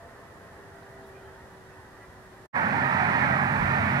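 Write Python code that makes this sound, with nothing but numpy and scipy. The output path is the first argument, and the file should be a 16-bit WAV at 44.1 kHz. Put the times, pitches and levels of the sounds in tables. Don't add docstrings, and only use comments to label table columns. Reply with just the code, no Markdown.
import sys
import numpy as np
from scipy import signal
from scipy.fft import rfft, irfft
from scipy.io import wavfile
from scipy.ndimage import uniform_filter1d

SR = 44100
rng = np.random.default_rng(int(sys.argv[2]) if len(sys.argv) > 2 else 0)


def wav_record(signal):
    frames = np.transpose(np.atleast_2d(signal))
    bounded = np.clip(frames, -1, 1)
    quanta = np.round(bounded * 32767).astype(np.int16)
    wavfile.write(sys.argv[1], SR, quanta)


N = 176400
T, FREQS = np.arange(N) / SR, np.maximum(np.fft.rfftfreq(N, 1 / SR), 1)
FAR_END_S, NEAR_START_S = 2.459, 2.527
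GOOSE_HZ, CALL_S, RASP_HZ, BLUR_HZ = 721.7, .085, 400, 3000


def call(length_s, hz, arch, slide, rasp):
    u = np.linspace(0, 1, max(int(length_s * SR), 2))
    hump = np.sin(np.pi * u ** 0.699)
    pitch = hz * (1 + arch * (hump - 1) + slide * (u - .5) + .016 * rasp[:len(u)])
    return 2 * np.pi * np.cumsum(pitch) / SR, hump


def flock(start_s, end_s, spread_db, wash_db, count):
    out, rasp = np.zeros((2, 3 * N)), drift(118)
    chance, voices = rng.random((count, 3)), rng.standard_normal((count, 4))
    for k, ((when, nearness, offset), (pitch, length, arch, slide)) in enumerate(zip(chance, voices)):
        phase, envelope = call(CALL_S * np.exp(0.2526 * length), GOOSE_HZ * np.exp(.27 * pitch),
                               0.11 * (1 + .5 * arch), 0.0607 * slide, rasp[int(offset * N / 2):])
        pulses = np.sin(phase) / (1.5 - 1.414 * np.cos(phase))
        at = N + int((start_s + (end_s - start_s) * (k + when) / count) * SR)
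        out[k % 2, at:at + len(phase)] += pulses * envelope * from_db(spread_db * nearness ** 2)
    chorus = rfft(out[:, N:2 * N])
    power = uniform_filter1d(np.mean(np.abs(chorus) ** 2, axis=0), size=1200)
    flat = irfft(chorus / np.sqrt(np.abs(power) + 1e-6 * power.max()), N)
    flat /= flat[:, max(int(start_s * SR), 0):int(end_s * SR)].std()
    distinct = 1 / (1 + from_db(wash_db) ** 2) / (1 + (FREQS / BLUR_HZ) ** 4)
    return irfft(np.sqrt(distinct) * rfft(flat) + np.sqrt(1 - distinct) * rfft(noise()), N)


# (frequency [Hz], spectral density [dB])
NEAR_FLOCK_SPECTRUM = [(350, -79), (490, -69), (600, -60), (650, -60.5), (740, -55.5), (830, -55.5),
                       (900, -53), (1080, -58), (1400, -55), (1650, -55.5), (1850, -54), (2080, -60),
                       (2400, -62), (2700, -72), (3150, -79), (3600, -80.5), (5000, -89), (6000, -92.5),
                       (7000, -102), (10000, -117)]
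# (time [s], level [dB])
NEAR_FLOCK_SWELL = [(2.55, -.5), (2.87, -2), (3.0, 0.25), (3.14, -1.1), (3.25, .8), (3.35, -0.5),
                    (3.47, -1.6), (3.7, -2), (4, -2.5)]
TREBLE_SWELL = [(2.55, -3.7), (2.8, -0.5), (3.05, -0.5), (3.17, 0.2), (3.25, -0.5), (3.34, -1.5),
                (3.48, -1.8), (3.7, 0.8), (3.87, 0.5), (4, 2)]


def near_flock(treble_hz=1900):
    chorus = flock(NEAR_START_S - CALL_S, N / SR, spread_db=12.5, wash_db=-2.5, count=1000)
    geese = stereo(chorus, NEAR_FLOCK_SPECTRUM, NEAR_FIELD)
    treble = irfft(rfft(geese) / (1 + (treble_hz / FREQS) ** 20), N)
    return swell(NEAR_FLOCK_SWELL) * (geese + (swell(TREBLE_SWELL) - 1) * treble)


# (frequency [Hz], spectral density [dB])
FAR_FLOCK_SPECTRUM = [(350, -95), (500, -87), (700, -83.5), (900, -81.5), (1100, -85), (1620, -85.5),
                      (1800, -83), (1950, -83.5), (2070, -94), (2400, -99), (2700, -105), (4000, -114)]
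# (time [s], level [dB])
FAR_FLOCK_SWELL = [(0, 0), (.6, 1), (1.3, .5), (1.7, -0.5), (2.45, -0.5)]


def far_flock():
    chorus = flock(-CALL_S, FAR_END_S, spread_db=13.5, wash_db=0.5, count=900)
    return swell(FAR_FLOCK_SWELL) * stereo(chorus, FAR_FLOCK_SPECTRUM, FAR_FIELD)


# (time [s], duration [s], second harmonic [Hz], its level on the right [dB],
# fundamental relative to it [dB], left minus right [dB])
YELPS = [(0.897, .11, 1960, -60, -3, -6), (1.135, .08, 2430, -61.5, -3, -2),
         (1.34, 0.089, 1834, -61.5, 6, -4), (1.388, 0.065, 2120, -70, -5, -3),
         (1.70, 0.08, 2600, -68, -5, -3), (1.998, 0.073, 1987, -54, -7, -1.5),
         (2.02, 0.077, 2380, -68, -5, -4), (2.586, 0.044, 1814, -40, 7, -6),
         (2.725, 0.065, 1612, -39.5, 8.5, -8), (2.73, 0.052, 1879, -38, 5.5, -7),
         (2.8, 0.056, 1825, -31, -18, -9), (2.939, 0.071, 1810, -32, 1, -10),
         (2.99, 0.056, 1725, -29.5, -3, -10), (3.19, 0.12, 2187, -33, -6, -11),
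         (3.222, 0.064, 1710, -28, -2, -12), (3.31, .06, 1898, -28.5, -4, -11),
         (3.385, .06, 1625, -40, 8, -9), (3.841, 0.048, 1762, -32.5, -6, -10),
         (3.819, 0.12, 2260, -36.5, -1, -15)]


def yelps(arch=0.017, third_db=-26, hoarseness=1.9):
    out = np.zeros((2, 2 * N))
    for s, length_s, hz, db, fundamental_db, pan_db in YELPS:
        phase, envelope = call(length_s, hz / 2, arch, 0, hoarseness * drift(RASP_HZ))
        harmonics = from_db([fundamental_db, 0, third_db])
        voice = sum(gain * np.sin(k * phase) for k, gain in enumerate(harmonics, 1))
        at = int(s * SR)
        out[:, at:at + len(phase)] += from_db([[db + pan_db], [db]]) * np.sqrt(2) * envelope * voice
    return out[:, :N]


# (frequency [Hz], spectral density [dB])
RUMBLE_SPECTRUM = [(20, -94), (65, -73), (100, -56.5), (170, -55), (240, -54.5), (300, -65.5), (400, -67),
                   (600, -74), (1200, -100)]
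# (time [s], level [dB])
RUMBLE_SWELL = [(2.55, -5), (2.75, 2.5), (2.9, -2), (3.2, 0), (3.4, 0), (3.62, 1), (4, 0)]
DRONE_SWELL = [(2.55, -10), (2.9, -4.5), (3.45, -1.5), (3.7, 4), (4, 3.5)]


def engine(firing_hz=45.26, orders=(2, 3, 5), levels_db=(-43, -38, -49.5)):
    drone = sum(tone(firing_hz * k, db, waver=0.29, waver_hz=3.2) for k, db in zip(orders, levels_db))
    rumble = stereo(noise(), RUMBLE_SPECTRUM, NEAR_FIELD)
    return swell(DRONE_SWELL) * drone + swell(RUMBLE_SWELL) * rumble


# (time [s], lower tone's frequency [Hz], lower tone's level [dB], upper tone's level [dB])
TYRE_WHINE = [(0, 402.3, -66, -51), (.15, 401, -65, -54), (.35, 399.3, -64, -65.5), (.7, 396.5, -58, -67),
              (1.0, 390, -54.3, -57.5), (1.25, 387.2, -52, -65.5), (1.5, 381, -58.3, -65.5),
              (1.9, 377, -59.5, -72), (2.45, 374.5, -58, -65)]
# (frequency [Hz], spectral density [dB])
RUSH_SPECTRUM = [(200, -100), (320, -91), (500, -80), (650, -87), (1000, -105)]
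# (time [s], level [dB])
RUSH_SWELL = [(0, -0.5), (.45, -0.5), (.75, -13), (1.2, 3.5), (1.55, -8), (2.45, -34)]


def vehicle(upper_ratio=1.687):
    hz, lower_db, upper_db = in_time(TYRE_WHINE)
    lower = tone(hz, lower_db, waver=0.13, waver_hz=15)
    upper = tone(hz * upper_ratio, upper_db, waver=0.35, waver_hz=15)
    return lower + upper + swell(RUSH_SWELL) * stereo(noise(), RUSH_SPECTRUM, FAR_FIELD)


# (frequency [Hz], spectral density [dB])
WIND_SPECTRUM = [(20, -77), (50, -65.5), (100, -57), (250, -86)]
# (time [s], level [dB])
WIND_GUSTS = [(2.55, -15), (3.35, -13), (3.53, -8), (3.62, 8), (3.71, -5), (3.8, 6.5), (3.9, -7), (4, -4)]


def wind():
    return swell(WIND_GUSTS) * stereo(noise(), WIND_SPECTRUM, NEAR_FIELD)


# (frequency [Hz], spectral density [dB])
ROAD_SPECTRUM = [(20, -91), (50, -81.5), (72, -74), (110, -75), (150, -78), (200, -79.8), (310, -82.5),
                 (480, -82.5), (800, -92), (1500, -110)]


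def road():
    return stereo(noise(), ROAD_SPECTRUM, FAR_FIELD)


# (time [s], duration [s], frequency [Hz], level [dB], rasp over the flock's [ratio])
PEEPS = [(0.823, 0.02, 3900, -69, 7), (1.033, .045, 3850, -69, 5.6), (1.15, .09, 3080, -72, 2),
         (1.23, .09, 3100, -72, 2), (1.31, .09, 3200, -74, 3.6)]


def peeps(arch=.01):
    out = np.zeros(N)
    for s, length_s, hz, db, rasp in PEEPS:
        phase, envelope = call(length_s, hz, arch, 0, rasp * drift(RASP_HZ))
        at = int(s * SR)
        out[at:at + len(phase)] += from_db(db) * np.sqrt(2) * envelope * np.sin(phase)
    return out


# (frequency [Hz], spectral density [dB])
TICK_SPECTRUM = [(8000, -120), (9500, -104), (12000, -104), (14000, -118)]
# (time [s], level [dB])
TICK_SWELL = [(1.04, -50), (1.07, 3), (1.1, -1), (1.13, -50)]


def tick():
    return swell(TICK_SWELL) * stereo(noise(), TICK_SPECTRUM, FAR_FIELD)


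# (frequency [Hz], spectral density [dB])
FAR_HISS = [(1000, -104), (2800, -100), (4000, -102), (7000, -105.5), (11000, -106.5), (13000, -110.9),
            (15000, -117.5)]
NEAR_HISS = [(3000, -104), (7500, -98), (11000, -99.5), (13000, -103.2), (15000, -115.7)]
# (time [s], level [dB])
NEAR_HISS_SWELL = [(2.55, -1.3), (3.0, 0.033), (3.6, 1), (4, 1)]


def hiss(near):
    if near:
        return swell(NEAR_HISS_SWELL) * stereo(noise(), NEAR_HISS, NEAR_FIELD)
    return stereo(noise(), FAR_HISS, FAR_FIELD)


# (frequency [Hz], coherence [0-1], left phase lead [rad], left minus right [dB])
FAR_FIELD = [(60, .88, 0, .2), (250, .9, -.1, 0), (400, .92, .4, 0), (700, .72, .4, 0), (1200, .45, 0, -2),
             (1800, .52, .8, -3), (2300, .1, 2.4, -2), (10000, .1, 2.6, 0)]
NEAR_FIELD = [(50, .7, -.4, -4.5), (130, .88, -.35, -1), (330, .76, .1, -.3), (450, .55, -1.3, -1.5),
              (620, .83, -1.35, -5), (830, .89, -1.6, -6.2), (1500, .82, -2.4, -8),
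              (1900, .63, -1.9, -10.3), (2300, .83, -2.5, -10.3), (3200, .58, -3.4, -4),
              (5000, .45, -6.3, -2), (7000, .1, -8, -1), (10000, .1, -8, -2), (13000, .1, -8, -8)]


def stereo(pair, spectrum, field):
    coherence, lead, pan_db = in_pitch(field)
    coherence = np.clip(coherence, 0, 1)
    common, apart = rfft(pair) * np.sqrt([1 + coherence, 1 - coherence])
    left = (common + apart) * from_db(pan_db) * np.exp(1j * lead)
    right = common - apart
    skirts = (np.minimum(FREQS / spectrum[0][0], 1) * np.minimum(spectrum[-1][0] / FREQS, 1)) ** 2
    gain = from_db(in_pitch(spectrum)[0]) * skirts * np.sqrt(SR / 2 / (1 + from_db(pan_db) ** 2))
    return irfft(gain * np.array([left, right]), N)


def tone(hz, db, waver, waver_hz):
    phase = 2 * np.pi * np.cumsum(hz * np.ones(N)) / SR
    in_phase = (1 + waver * drift(waver_hz)) * np.sin(phase)
    quadrature = waver * drift(waver_hz) * np.cos(phase)
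    return from_db(db) * np.sqrt(2 / (1 + 2 * waver ** 2)) * (in_phase + quadrature)


def drift(corner_hz):
    slow = irfft(rfft(rng.standard_normal(N)) / (1 + (FREQS / corner_hz) ** 2), N)
    return slow / slow.std()


def noise():
    return rng.standard_normal((2, N))


def from_db(db):
    return 10 ** (np.asarray(db) / 20)


def in_time(rows):
    s, *columns = np.transpose(rows)
    return [np.interp(T, s, c) for c in columns]


def in_pitch(rows):
    hz, *columns = np.transpose(rows)
    return [np.interp(np.log(FREQS), np.log(hz), c) for c in columns]


def swell(rows):
    return from_db(in_time(rows)[0])


def scene(decay_s=.004, fade_in_s=.032):
    far = far_flock() + peeps() + tick() + vehicle() + road() + hiss(near=False)
    near = near_flock() + wind() + engine() + hiss(near=True)
    going = np.exp(-np.maximum(T - FAR_END_S, 0) / decay_s)
    coming = np.clip((T - NEAR_START_S) / fade_in_s, 0, 1) ** 2
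    return going * far + coming * near + yelps()


def record(dry):
    cutoff_hz = 15700
    return signal.sosfilt(signal.ellip(10, .1, 80, cutoff_hz, fs=SR, output="sos"), dry + 1e-18)


dry = scene()
out = record(dry)
wav_record(out)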